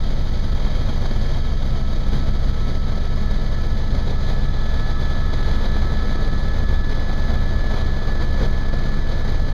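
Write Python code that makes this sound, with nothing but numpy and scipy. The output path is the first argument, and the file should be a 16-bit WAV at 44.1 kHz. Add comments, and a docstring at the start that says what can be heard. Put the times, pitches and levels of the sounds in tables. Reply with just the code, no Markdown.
"""Inside the cabin of a helicopter in steady flight.
Three main blades pump the cabin air into a deep throb, under the buzz of the tail rotor and the
engine's hum. Meshing gears sing thin tones that swell in a turn. Air roars, hisses and whistles along
the canopy, with a few sharp gusts; the microphone fizzes on the strongest pressure peaks."""
import sys
import numpy as np
from scipy import signal
from scipy.fft import rfft, irfft
from scipy.io import wavfile

SR = 44100
rng = np.random.default_rng(int(sys.argv[2]) if len(sys.argv) > 2 else 0)


def generate_wav(sig):
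    """Save sig (samples, or channels by samples) to the path in sys.argv[1] as 16-bit PCM at SR."""
    pcm = np.round(np.clip(np.atleast_2d(sig).T, -1, 1) * 32767).astype(np.int16)
    wavfile.write(sys.argv[1], SR, pcm)


N = 420273
TIME = np.arange(N) / SR
FREQS = np.fft.rfftfreq(N, 1 / SR)
# cycles per turn of the main rotor
BLADES, TAIL, ENGINE, PLANETARY, BEVEL, PUMP = 3, 10.6, 15.55, 100, 264.31, 303.26


def gain_of(db):
    return 10 ** (np.asarray(db) / 20)


def unit_power(x):
    return x / np.sqrt(np.mean(abs(x) ** 2) + 1e-20)


def curves(rows):
    """One envelope per column after the first (t/s), in straight ramps."""
    times, *columns = np.transpose(rows)
    return [np.interp(TIME, times, column) for column in columns]


def noise(spectrum):
    """Noise of unit power, coloured by rows of f/Hz, relative level/dB."""
    hz, db = np.transpose(spectrum)
    shape = gain_of(np.interp(np.log(FREQS + 1e-3), np.log(hz), db, left=-100, right=-100))
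    return unit_power(irfft(rfft(rng.standard_normal(N)) * shape, N))


def drift(rate_hz):
    """Random wandering of unit power, about as fast as the rate."""
    frames = N // 64
    hz = np.fft.rfftfreq(frames, TIME[-1] / frames)
    slow = irfft(rfft(rng.standard_normal(frames)) / (1 + (hz / rate_hz) ** 2), frames)
    return unit_power(np.interp(TIME, np.linspace(0, TIME[-1], frames), slow))


def tone(angle, rough, rate_hz):
    """A tone of unit power; the share `rough` wavers in strength and phase."""
    carrier = np.exp(1j * (angle + 2 * np.pi * rng.random()))
    waver = drift(rate_hz) + 1j * drift(rate_hz)
    return unit_power((carrier * (1 + rough * waver)).real)


def harmonics(angle, levels_db, rough, rate_hz):
    """The wavering harmonics of one turning part."""
    return sum(gain_of(db) * tone(k * angle, rough, rate_hz) for k, db in enumerate(levels_db, 1))


def seal_whistles():
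    """Breathy whistles at the canopy seals trade strength as the air meets them from a new side."""
    # resonances: f/Hz, width/Hz, level on the first heading/dB, level on the second/dB
    resonances = [(2213, 29, -58, -62), (3225, 47, -52.5, -78), (3480, 85, -89, -50.5),
                  (3787, 49, -53.5, -53.5), (3934, 69, -65, -53.5), (4110, 130, -59, -53.5),
                  (4524, 62, -55, -59)]
    # the nose swings from the first heading to the second: t/s, share of the way/0-1
    nose_swing = [(0, 0.3), (.8, 0), (1.5, 0), (2.2, 0.24), (3.3, .4), (4.5, 1), (7.4, 0.88), (9.5, 0.74)]
    swing, = curves(nose_swing)
    whistles = np.zeros(N)
    for hz, width, first_db, second_db in resonances:
        band = irfft(rfft(rng.standard_normal(N)) / (1 + ((FREQS - hz) / width * 1.34) ** 2), N)
        whistles += gain_of(first_db + swing * (second_db - first_db)) * unit_power(band)
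    return whistles


def airflow(angle):
    """Turbulent air on the cabin, chopped by the blade wakes and shaken by shared eddies and gusts."""
    # fader rides of the rushing air: t/s, roar level/dB, hiss level/dB
    air_levels = [(0, -39, -43.5), (.9, -36.5, -42), (1.8, -38.5, -44), (3.6, -38, -44), (4.6, -37.5, -44),
                  (5.7, -35.5, -42.5), (6.4, -37, -44.5), (7.2, -36, -43.5), (8.7, -36, -44),
                  (9.53, -38, -45)]
    # gusts striking the cabin: t/s, half length/s, lift of the rush/dB, lift of the rumble/dB
    gusts = [(1.295, 0.021, 2.5, -4), (2.164, 0.034, 4, 6), (3.952, 0.038, 2.5, 11.5),
             (4.304, 0.047, 4.5, 3.5), (4.785, 0.026, 5, -2), (5.52, 0.11, 1.5, 1.5), (6.253, 0.03, 3.5, 6),
             (7.14, 0.05, 3, 0), (7.335, .05, 2, 1), (7.764, 0.04, 3, -2), (8.432, 0.041, 4.5, 6),
             (9.106, 0.058, 2, -1.5)]
    # colours of the air's three layers: f/Hz, relative level/dB
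    rumble_spectrum = [(3, -33), (8, -10), (40, 4.5), (70, 0), (100, -3.5), (128, -2.5), (155, -9),
                       (205, -8.5), (250, -13), (330, -26.5), (600, -40)]
    roar_spectrum = [(100, -46), (220, 0.5), (290, 0), (420, -0.5), (570, -1), (800, -5.5), (1100, -10),
                     (1600, -12), (2200, -14), (2700, -23), (3600, -45)]
    hiss_spectrum = [(1500, -26), (2500, -6), (3300, 0.5), (3900, -2.5), (4600, -1.5), (5200, -5),
                     (5900, -8), (6500, -9.5), (7300, -18.5), (8300, -24.5), (9600, -23.5), (11500, -28),
                     (15000, -30)]
    roar_db, hiss_db = curves(air_levels)
    wake = BLADES * angle
    # the rush pulses within each blade passage, and sways once a turn
    chop = np.cos(2 * (wake + .2)) + .8 * np.cos(3 * (wake + .42)) + .7 * np.cos(angle + .9)
    eddies = drift(rate_hz=37)
    rush_db = 0.53 * drift(rate_hz=10)  # light flutter between gusts
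    buffet_db = 0.25 * (roar_db - roar_db.mean())  # the rumble rises with the roar
    for centre, half_length, air_db, rumble_db in gusts:
        swell = np.exp(-((TIME - centre) / half_length) ** 2)
        rush_db += air_db * swell
        buffet_db += rumble_db * swell
    rumble = gain_of(-26.0 + 1.36 * eddies + buffet_db) * noise(rumble_spectrum)
    roar = gain_of(roar_db + 1.7 + rush_db + 0.56 * chop + 1.55 * eddies) * noise(roar_spectrum)
    hiss_gain = gain_of(hiss_db + 0.98 * rush_db + 0.55 * chop + 1.35 * eddies)
    # the whistles follow only the hiss's movement about its mean level
    hiss = noise(hiss_spectrum) + gain_of(-hiss_db.mean()) * seal_whistles()
    return rumble + roar + hiss_gain * hiss


def gearbox(angle):
    """Meshing teeth sing; under load the planets surge once an orbit and add a grinding haze."""
    # bevel gear whine, rising with the load in the turn: t/s, level/dB
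    whine_levels = [(0, -58), (.7, -50), (2.5, -53), (3.2, -47), (4.1, -47), (4.7, -41.5), (7.7, -40.5),
                    (9.0, -41.5), (9.53, -44.5)]
    # strongest planetary gear tone: t/s, level/dB
    planet_levels = [(0, -51.5), (1.4, -52), (2.0, -46), (4.0, -49), (5.3, -44.5), (6.3, -45.5), (6.8, -50),
                     (7.7, -51.5), (8.4, -60), (9.53, -54)]
    # its fainter companions: multiple of the planetary mesh rate, level/dB
    mesh_lines = [(1, -54), (3, -61), (4, -63), (5, -64), (8, -65)]
    # colour of the grinding haze: f/Hz, relative level/dB
    grind_spectrum = [(800, -27), (1080, 5), (1200, 17), (1330, 9.5), (1480, -4.5), (1700, 15.5),
                      (1900, -0.5), (2600, -29)]
    whine_db, = curves(whine_levels)
    planet_db, = curves(planet_levels)
    load = gain_of(whine_db)
    whine = tone(BEVEL * angle, rough=.12, rate_hz=12)
    mesh = PLANETARY * angle
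    surge = gain_of(-10.5) * load * np.cos(angle - 2.3)
    planets = (gain_of(planet_db) + surge) * tone(2 * mesh, rough=0.13, rate_hz=3.5)
    companions = sum(gain_of(db) * tone(k * mesh, rough=0.073, rate_hz=14.0) for k, db in mesh_lines)
    pump = gain_of(-60) * tone(PUMP * angle, rough=0.22, rate_hz=4)
    grind = gain_of(-6.0) * noise(grind_spectrum)
    return load * (whine + grind) + planets + companions + pump


def engine(angle):
    """The engine's output shaft gives a low hum."""
    # shaft harmonics 1, 2: level/dB
    hum_db = [-35.5, -59]
    return harmonics(ENGINE * angle, hum_db, rough=0.08, rate_hz=1.4)


def tail_rotor(angle):
    """The tail rotor buzzes, its lowest note swelling and sinking with the thrust."""
    # buzz harmonics 1, 2, 3...: level/dB
    buzz_db = [-28, -34.5, -38.5, -77, -56, -69]
    lowest_db, *upper_db = buzz_db
    thrust_db = 1.5 * drift(rate_hz=1.9)
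    return harmonics(TAIL * angle, [lowest_db + thrust_db, *upper_db], rough=0.098, rate_hz=2.4)


def main_rotor(angle):
    """Each passing blade gives one rounded push; slight imbalance rocks the cabin once a turn."""
    # blade-pass harmonics 1, 2, 3...: level/dB
    throb_db = [-17.5, -26, -54, -41.5]
    pushes = sum(gain_of(db) * np.cos(k * BLADES * angle) for k, db in enumerate(throb_db, 1))
    throb = np.sqrt(2) * pushes * (1 + 0.047 * drift(rate_hz=0.93))
    imbalance = gain_of(-40) * tone(angle, rough=0.26, rate_hz=1.6)
    return throb + imbalance


def scene():
    """One rotor angle drives every geared part and the chop in the airflow."""
    # main rotor turn rate, held nearly constant by the governor: t/s, f/Hz
    rotor_speed = [(0, 6.5299), (1.0, 6.5096), (1.6, 6.507), (2.5, 6.5311), (4.5, 6.5078), (7.0, 6.5085),
                   (9.53, 6.5325)]
    rotor_hz, = curves(rotor_speed)
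    start_turn = .06
    angle = 2 * np.pi * (np.cumsum(rotor_hz) / SR + start_turn)
    cabin = main_rotor(angle) + tail_rotor(angle) + engine(angle) + gearbox(angle) + airflow(angle)
    return cabin[None]


def microphone_fizz(pressure):
    """Pressure peaks of either sign strain the microphone into a short fizz."""
    # colour of the fizz: f/Hz, relative level/dB
    fizz_spectrum = [(3000, 7), (8400, -5), (9600, 5.5), (10600, -8), (12000, 4.5), (13100, -8), (14500, 4),
                     (15400, -4)]
    knee, knee_width = 0.24, 0.085  # shares of full scale
    decay_s, fizz_db = 0.0028, -47
    strain = np.tanh(np.maximum(abs(pressure) - knee, 0) / knee_width)
    pole = np.exp(-1 / (decay_s * SR))
    settled = signal.lfilter([1 - pole], [1, -pole], strain)
    attack = np.maximum(strain - settled, 0)
    return gain_of(fizz_db) * attack * noise(fizz_spectrum)


def record(dry):
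    """The microphone adds its fizz; the treble has narrow notches and a steep top edge."""
    # gaps in the treble: f/Hz, half width/Hz
    notches = [(2715, 270), (5500, 335), (7870, 740), (10930, 290)]
    edge_hz = 15350
    sound = (dry + microphone_fizz(dry)) * signal.windows.tukey(N, .001)  # click-free ends
    colour = np.prod([abs(FREQS - hz) / np.hypot(FREQS - hz, width) for hz, width in notches], axis=0)
    notched = irfft(rfft(sound) * colour, N)
    lowpass = signal.firwin(1023, edge_hz, window=("kaiser", 9), fs=SR)
    return signal.oaconvolve(notched, lowpass[None], "same")


dry = scene()
out = record(dry)
generate_wav(out)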